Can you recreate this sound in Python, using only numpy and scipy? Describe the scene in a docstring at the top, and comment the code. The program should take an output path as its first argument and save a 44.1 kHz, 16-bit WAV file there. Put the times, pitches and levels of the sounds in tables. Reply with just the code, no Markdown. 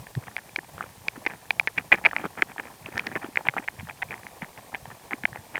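"""Small crabs wrestle in a rock pool, heard through an underwater microphone lying close by.
From the start: noise-made rumble and water, faint stirring of legs, electronic hiss with a breathy band.
Soon claws and borrowed shells tap (damped modes, often in quick clusters) and crack (clicks with noisy tails);
shoves send dull sagging pushes through the water, legs scrape in bouts, soft knocks ring shell hollows.
The strongest blows fall around two seconds; weaker taps and scrapes go on to the end."""
import sys
import numpy as np
from scipy import signal
from scipy.fft import rfft, irfft
from scipy.io import wavfile
from scipy.ndimage import uniform_filter1d, minimum_filter1d

SR = 44100
rng = np.random.default_rng(int(sys.argv[2]) if len(sys.argv) > 2 else 0)


def gain_from_db(level_db):
    """Convert decibel levels to linear amplitude factors (20 dB per decade)."""
    decades = np.asarray(level_db, float) / 20
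    return 10 ** decades


def materialize(psi):
    """Save the field psi as 16-bit PCM at rate SR to the path in sys.argv[1].

    A 1-D psi becomes a single channel; in a 2-D psi each row is a channel.
    """
    bounded = np.clip(np.atleast_2d(psi).T, -1, 1)
    quanta = np.round(bounded * 32767).astype(np.int16)
    wavfile.write(sys.argv[1], SR, quanta)


N = 246519

# low heave of the water: start_s, level_db
SURGE_LEVELS = [(0, -43), (0.09, -58.5), (0.65, -59), (0.72, -50), (1.0, -57.5), (1.4, -62), (1.55, -55),
                (2.3, -54.5), (2.78, -66), (2.85, -53.5), (3.65, -61), (3.81, -50), (3.95, -53.5),
                (4.65, -60), (4.85, -50.5), (5.0, -62), (5.3, -58), (5.59, -61)]
# water noise: freq_hz, relative_density_db
WATER_SPECTRUM = [(350, -6.5), (815, -1), (1130, -5.5), (1330, -24), (1850, -17), (2450, -15.5),
                  (2900, -27.5)]
# bouts of legs scrabbling on shell: centre_s, length_s (falls to 1/e at 0.7 of it either side), level_db
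SCRABBLE_BOUTS = [(0.226, 0.019, -48.5), (0.272, 0.011, -41), (0.317, 0.017, -51), (0.639, 0.018, -52),
                  (0.815, 0.041, -46), (1.163, 0.0074, -41.5), (1.32, 0.039, -45.5), (1.788, 0.026, -38.5),
                  (1.938, 0.024, -29), (1.988, 0.013, -39.5), (2.062, 0.029, -31.5), (2.193, 0.058, -40),
                  (2.256, 0.016, -34), (2.392, 0.026, -37.5), (2.506, 0.024, -43.5), (2.597, 0.011, -37.5),
                  (2.65, 0.078, -53.5), (2.878, 0.025, -46.5), (2.976, 0.055, -40), (3.07, 0.049, -42),
                  (3.124, 0.016, -39.5), (3.164, 0.018, -33), (3.239, 0.042, -43.5), (3.388, 0.034, -46.5),
                  (3.467, 0.026, -40.5), (3.58, 0.031, -37.5), (3.634, 0.016, -49), (3.798, 0.017, -47),
                  (3.898, 0.011, -49), (4.127, 0.035, -44.5), (4.234, 0.0077, -49), (4.428, 0.013, -41),
                  (4.583, 0.016, -49.5), (4.746, 0.025, -43.5), (4.913, 0.02, -46.5), (5.127, 0.018, -37.5),
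                  (5.366, 0.027, -50), (5.554, 0.014, -38.5)]
# modes of the shell wall: freq_hz, relative_level_db, length_s (to about 70 dB under the peak)
WALL_MODES = [(1302, -0.5, 0.0057), (1790, 0, 0.0084), (2080, -2.5, 0.0061), (2326, -5.5, 0.0082),
              (2678, -7.5, 0.0078), (3050, -0.5, 0.0058)]
# modes of the shell's hollow: freq_hz, relative_level_db, length_s (as above)
HOLLOW_MODES = [(547, -12, 0.0079), (834, -1, 0.0094), (1026, -11, 0.0069)]
# preamplifier hiss: freq_hz, relative_density_db
HISS_SPECTRUM = [(300, -6.5), (3000, 1.5), (7300, 0), (15500, -1.5)]
# clear shell taps: start_s, wall_peak_db (before the microphone), ring_centre_hz
TAP_EVENTS = [(0.0685, -30, 1920), (0.1512, -29.5, 1700), (0.2806, -29, 1670), (0.3656, -15, 2160),
              (0.3811, -27, 1930), (0.388, -25.5, 1930), (0.4925, -38, 2400), (0.5604, -14.5, 2430),
              (0.588, -19, 1907), (0.78, -27.5, 1260), (0.808, -15, 1380), (0.8259, -27, 2220),
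              (0.84, -27, 1350), (1.0833, -10, 2240), (1.252, -28.5, 1950), (1.2638, -9.5, 2140),
              (1.267, -12, 1970), (1.271, -14, 2080), (1.3054, -28, 2037), (1.5064, -6.5, 2220),
              (1.5969, -4.5, 2380), (1.6735, -7, 2040), (1.678, -15.5, 2000), (1.6825, -24, 1750),
              (1.7768, -19, 2410), (1.7807, -9.5, 2170), (1.784, -12.5, 2440), (1.9186, -6, 2160),
              (1.9228, -1, 2080), (1.9253, 15, 2180), (1.9302, -9, 2280), (1.9396, -12.5, 2100),
              (1.9508, -23, 1970), (1.9754, -33, 2250), (2.04, -25, 2070), (2.05, -5, 2250),
              (2.0558, -2.5, 2400), (2.0616, 8.5, 2250), (2.0662, -18, 1700), (2.069, -20, 1370),
              (2.1117, -23, 1610), (2.1319, -20, 1380), (2.1642, -8, 2080), (2.1835, -23, 2260),
              (2.2414, -21, 1390), (2.2541, -22, 1350), (2.3864, -28, 2000), (2.4215, -4, 2014),
              (2.427, -18, 1420), (2.4979, -40, 2150), (2.5811, -22, 1920), (2.597, -20, 1970),
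              (2.654, -34, 2080), (2.671, -34.5, 2310), (2.8595, -23.5, 2500), (2.9569, -26, 1900),
              (2.9733, -24, 1850), (2.9777, -13.5, 1970), (2.9943, -11.5, 2230), (3.069, -16.5, 2170),
              (3.071, -23, 1890), (3.1544, -16, 2080), (3.1603, -18.5, 1930), (3.2165, -37, 1720),
              (3.2309, -30, 1740), (3.2449, -23.5, 1340), (3.3573, -14.5, 1960), (3.3724, -4.5, 2150),
              (3.469, -26, 1275), (3.4858, -3.5, 2030), (3.4946, -22.5, 2040), (3.538, -25, 1376),
              (3.566, -19, 1350), (3.5719, -18.5, 1340), (3.581, -14.5, 1970), (3.5849, -19, 2150),
              (3.6784, -20, 2010), (3.684, -11.5, 1990), (3.7968, -26, 2330), (3.8072, -32.5, 2040),
              (3.8712, -35, 1830), (3.8877, -28.5, 1480), (3.897, -24, 2230), (3.909, -29, 2000),
              (4.019, -24, 1930), (4.0231, -16, 2200), (4.0257, -17, 2020), (4.0295, -16.5, 2000),
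              (4.0866, -38, 2390), (4.1077, -22.5, 2240), (4.1178, -25, 2170), (4.1265, -25.5, 1790),
              (4.1406, -24, 2000), (4.1784, -34.5, 2000), (4.2333, -35, 2080), (4.267, -24.5, 1966),
              (4.4203, -21, 2060), (4.445, -28.5, 1980), (4.576, -31, 2060), (4.7465, -16, 2060),
              (4.7527, -21, 2005), (4.8549, -33, 1560), (5.109, -23.5, 2040), (5.1175, -25.5, 1840),
              (5.133, -12.5, 2010), (5.2358, -20, 1990), (5.2534, -4, 2010), (5.3293, -30.5, 1790),
              (5.3583, -26.5, 2150), (5.3723, -32, 1790), (5.5562, -13.5, 2050), (5.568, -21, 1986),
              (5.578, -20, 1610)]
# hard edge-on contacts: start_s, peak_db (before the microphone)
CRACK_EVENTS = [(0.1517, -29.5), (0.3655, -25), (0.5612, -20), (1.0831, -16), (1.265, -22), (1.5064, -14.5),
                (1.597, -17.5), (1.6736, -23.5), (1.783, -27), (1.92, -28), (1.9315, -29), (1.958, -33),
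                (2.051, -25), (2.055, -26.5), (2.064, -23), (2.1641, -26), (2.4212, -20.5), (2.9787, -18.5),
                (2.995, -26), (3.0685, -21), (3.3587, -29)]
# strong, dull shoves: start_s, peak_db (before the microphone), pitch_hz (passed about 1.2 cycles in)
SHOVE_EVENTS = [(0.164, -24.5, 122.4), (0.172, -21, 121), (0.174, -32, 327), (0.584, -29.5, 353),
                (1.176, -31.5, 260), (1.265, -27, 344), (1.93, -23, 320), (2.24, -26.5, 397),
                (2.251, -25.5, 200), (2.424, -22.5, 360), (2.845, -40, 108), (2.886, -29.5, 355),
                (3.158, -23, 373), (3.243, -26, 310), (3.286, -31.5, 285), (3.486, -31.5, 140),
                (3.594, -33, 266), (3.787, -35, 99), (3.829, -31.5, 181), (4.424, -28.5, 188),
                (4.875, -39, 125), (5.138, -27.5, 274), (5.24, -29, 230), (5.32, -35, 129),
                (5.385, -38, 104)]
# soft knocks on the hollow: start_s, peak_db (before the microphone)
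KNOCK_EVENTS = [(0.283, -30.5), (0.632, -39), (0.646, -39), (1.612, -30), (2.014, -34), (2.084, -32),
                (2.562, -30), (2.94, -32), (3.39, -27), (3.409, -27), (3.486, -18.5), (4.729, -31),
                (4.855, -33), (5.359, -26)]


def rms_one(x):
    """Scale to unit rms."""
    return x / np.sqrt(np.mean(x ** 2) + 1e-20)


def drift(corner_hz):
    """Slow random wander of unit spread: noise through two equal low-pass poles."""
    step = 40  # samples per drawn point
    pole = np.exp(-2 * np.pi * corner_hz * step / SR)
    noise = rng.standard_normal(N // step + 2002)
    slow = signal.lfilter([1], [1, -2 * pole, pole ** 2], noise)[2000:]  # settled part
    return np.interp(np.arange(N) / step, np.arange(len(slow)), rms_one(slow))


def coloured(spectrum):
    """Unit-rms noise with the given spectrum, interpolated over log frequency."""
    hz, db = np.transpose(spectrum)
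    bin_hz = np.maximum(np.arange(N // 2 + 1) * SR / N, 1)
    gain = gain_from_db(np.interp(np.log(bin_hz), np.log(hz), db))
    return rms_one(irfft(rfft(rng.standard_normal(N)) * gain, N))


def placed(start_s, shapes, peak_db):
    """Lay one short shape per event on the time line, each scaled to its peak."""
    length = shapes.shape[1]
    out = np.zeros(N + length)
    scaled = shapes / np.abs(shapes).max(axis=1, keepdims=True) * gain_from_db(peak_db)[:, None]
    first = np.round(start_s * SR).astype(int)
    np.add.at(out, first[:, None] + np.arange(length), scaled)
    return out[:N]


def struck(modes, lean_db, scatter_db):
    """One ring per blow: a soft contact swells each mode before the water damps it; strengths differ per blow."""
    hz, db, length_s = np.transpose(modes)
    t = np.arange(900)[:, None] / SR
    spent = 14 * t / length_s
    rings = spent ** 2 * np.exp(-spent + 2j * np.pi * hz * t)
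    luck = rng.standard_normal((len(lean_db), 2, len(hz)))
    phase_rad = 0.4 * luck[:, 1]
    strength = gain_from_db(db + lean_db + scatter_db * luck[:, 0]) * np.exp(1j * phase_rad)
    return (strength @ rings.T).imag


def leaning(centre_hz, width_octaves):
    """The spot that is hit favours the wall modes near its centre."""
    octaves = np.log2(np.array(WALL_MODES)[:, 0] / centre_hz[:, None])
    return -np.minimum((octaves / width_octaves) ** 2, 21.0)


def surge():
    """Lumpy low rumble as the bodies heave the water about."""
    start_s, level_db = np.transpose(SURGE_LEVELS)
    rumble = coloured([(20, -47), (50, -11.5), (120, 0.5), (180, -5.5), (350, -38.0)])
    heave_db = np.interp(np.arange(N) / SR, start_s, level_db)
    return gain_from_db(heave_db + 4.3 * drift(23.0)) * rumble


def restless_water():
    """Coloured noise whose level wanders at two rates."""
    level_db = -53.5 + 2.26 * drift(16.3) + 3.5 * drift(40.0)
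    return gain_from_db(level_db) * coloured(WATER_SPECTRUM)


def scrabble():
    """Dense faint touches ring shell, hollow and water, in bouts over a constant slight stirring."""
    t = np.arange(N) / SR
    effort = gain_from_db(-61.0)
    for centre_s, length_s, level_db in SCRABBLE_BOUTS:
        effort = effort + gain_from_db(level_db) * np.exp(-((t - centre_s) / (0.7 * length_s)) ** 2)
    draw = rng.random((2800, 4))
    start_s = draw[:, 0] * N / SR
    size_db = -4.2 * np.log(draw[:, 1] + 0.011)  # a few are much stronger
    centre_hz = 1150 * 2.24 ** draw[:, 2]
    wall = struck(WALL_MODES, leaning(centre_hz, 0.091), scatter_db=-1.0)
    hollow = struck(HOLLOW_MODES, np.zeros((len(start_s), 1)), scatter_db=11.5)
    touch = rms_one(placed(start_s, wall, size_db))
    body = rms_one(placed(start_s, hollow, size_db + 8.3 * draw[:, 3]))
    low = coloured([(80, -16.5), (200, 3), (450, -5.0), (1000, -35.5)])
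    lumps = rms_one(low * gain_from_db(4.3 * np.tanh(drift(22.5))))
    return effort * (touch + gain_from_db(-2.0) * body + gain_from_db(-3.5) * lumps)


def preamp_hiss():
    """Steady electronic noise, steeply cut to 40 dB down at 15.9 kHz."""
    cut = signal.cheby2(14, 40, 15900, fs=SR, output="sos")
    return gain_from_db(-54) * signal.sosfilt(cut, coloured(HISS_SPECTRUM))


def whistle():
    """A faint breathy band in the treble of the hiss, its centre wandering slowly."""
    centre_hz = 9000 + 350 * drift(3.7)
    lowpass = signal.butter(2, 250, fs=SR, output="sos")
    breath = signal.sosfilt(lowpass, rng.standard_normal(N))
    carrier = np.sin(2 * np.pi * np.cumsum(centre_hz) / SR)
    return gain_from_db(-67.0) * rms_one(breath * carrier)


def taps():
    """Each tap rings the shell wall and, usually more weakly, its hollow, which answers duller taps more."""
    start_s, peak_db, centre_hz = np.transpose(TAP_EVENTS)
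    dull_octaves = np.log2(2000 / centre_hz)
    luck_db = 2.5 * rng.standard_normal(len(start_s))
    hollow_db = -16.5 + 0.68 * peak_db + 7.5 * dull_octaves + luck_db
    wall = struck(WALL_MODES, leaning(centre_hz, 0.05), scatter_db=2.5)
    hollow = struck(HOLLOW_MODES, np.zeros((len(start_s), 1)), scatter_db=7.0)
    return placed(start_s, wall, peak_db) + placed(start_s, hollow, hollow_db)


def cracks():
    """A needle-like click with a brief ragged tail, falling towards the treble."""
    start_s, peak_db = np.transpose(CRACK_EVENTS)
    t = np.arange(120) / SR
    tail = rng.standard_normal((len(start_s), len(t))) * gain_from_db(-60 * t / 0.0013)
    burst = (t == 0) + 2.5 * tail
    body = signal.sosfilt(signal.butter(2, [2900, 5200], "band", fs=SR, output="sos"), burst)
    edge = signal.sosfilt(signal.butter(1, [4500, 13000], "band", fs=SR, output="sos"), burst)
    return placed(start_s, body + 0.14 * edge, peak_db)


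def shoves():
    """A low push of about two cycles whose pitch sags a little as it dies."""
    start_s, peak_db, pitch_hz = np.transpose(SHOVE_EVENTS)
    cycles = np.arange(2600) / SR * pitch_hz[:, None]
    turns = 1.12 * cycles / (1 + 0.048 * cycles) + rng.random((len(start_s), 1))
    push = cycles * np.exp(-1.6 * cycles) * np.sin(2 * np.pi * turns)
    return placed(start_s, push, peak_db)


def knocks():
    """A blunt touch misses the wall modes and sounds the hollow alone."""
    start_s, peak_db = np.transpose(KNOCK_EVENTS)
    hollow = struck(HOLLOW_MODES, np.zeros((len(start_s), 1)), scatter_db=5.0)
    return placed(start_s, hollow, peak_db)


def scene():
    """Crabs over the restless water; the microphone drops the deepest bass."""
    background = surge() + restless_water()
    crabs = scrabble() + taps() + cracks() + shoves() + knocks()
    bass_cut = signal.butter(2, 38, "high", fs=SR, output="sos")
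    return signal.sosfilt(bass_cut, background + crabs)[None]


def limited(x):
    """Limiter: a smoothed gain dip about each peak holds the loudest blows under full scale."""
    allowed = minimum_filter1d(1 / np.maximum(np.abs(x), 1), size=61)
    return x * uniform_filter1d(allowed, size=61) * 0.97


def roll_off(x):
    """The treble ends steeply here."""
    return signal.sosfilt(signal.butter(12, 16810, fs=SR, output="sos"), x)


def record(dry):
    """The limiter acts on the pool; the preamplifier's hiss and breathy band are added after it."""
    mix = limited(dry) + preamp_hiss() + whistle()
    return roll_off(mix)


dry = scene()
out = record(dry)
materialize(out)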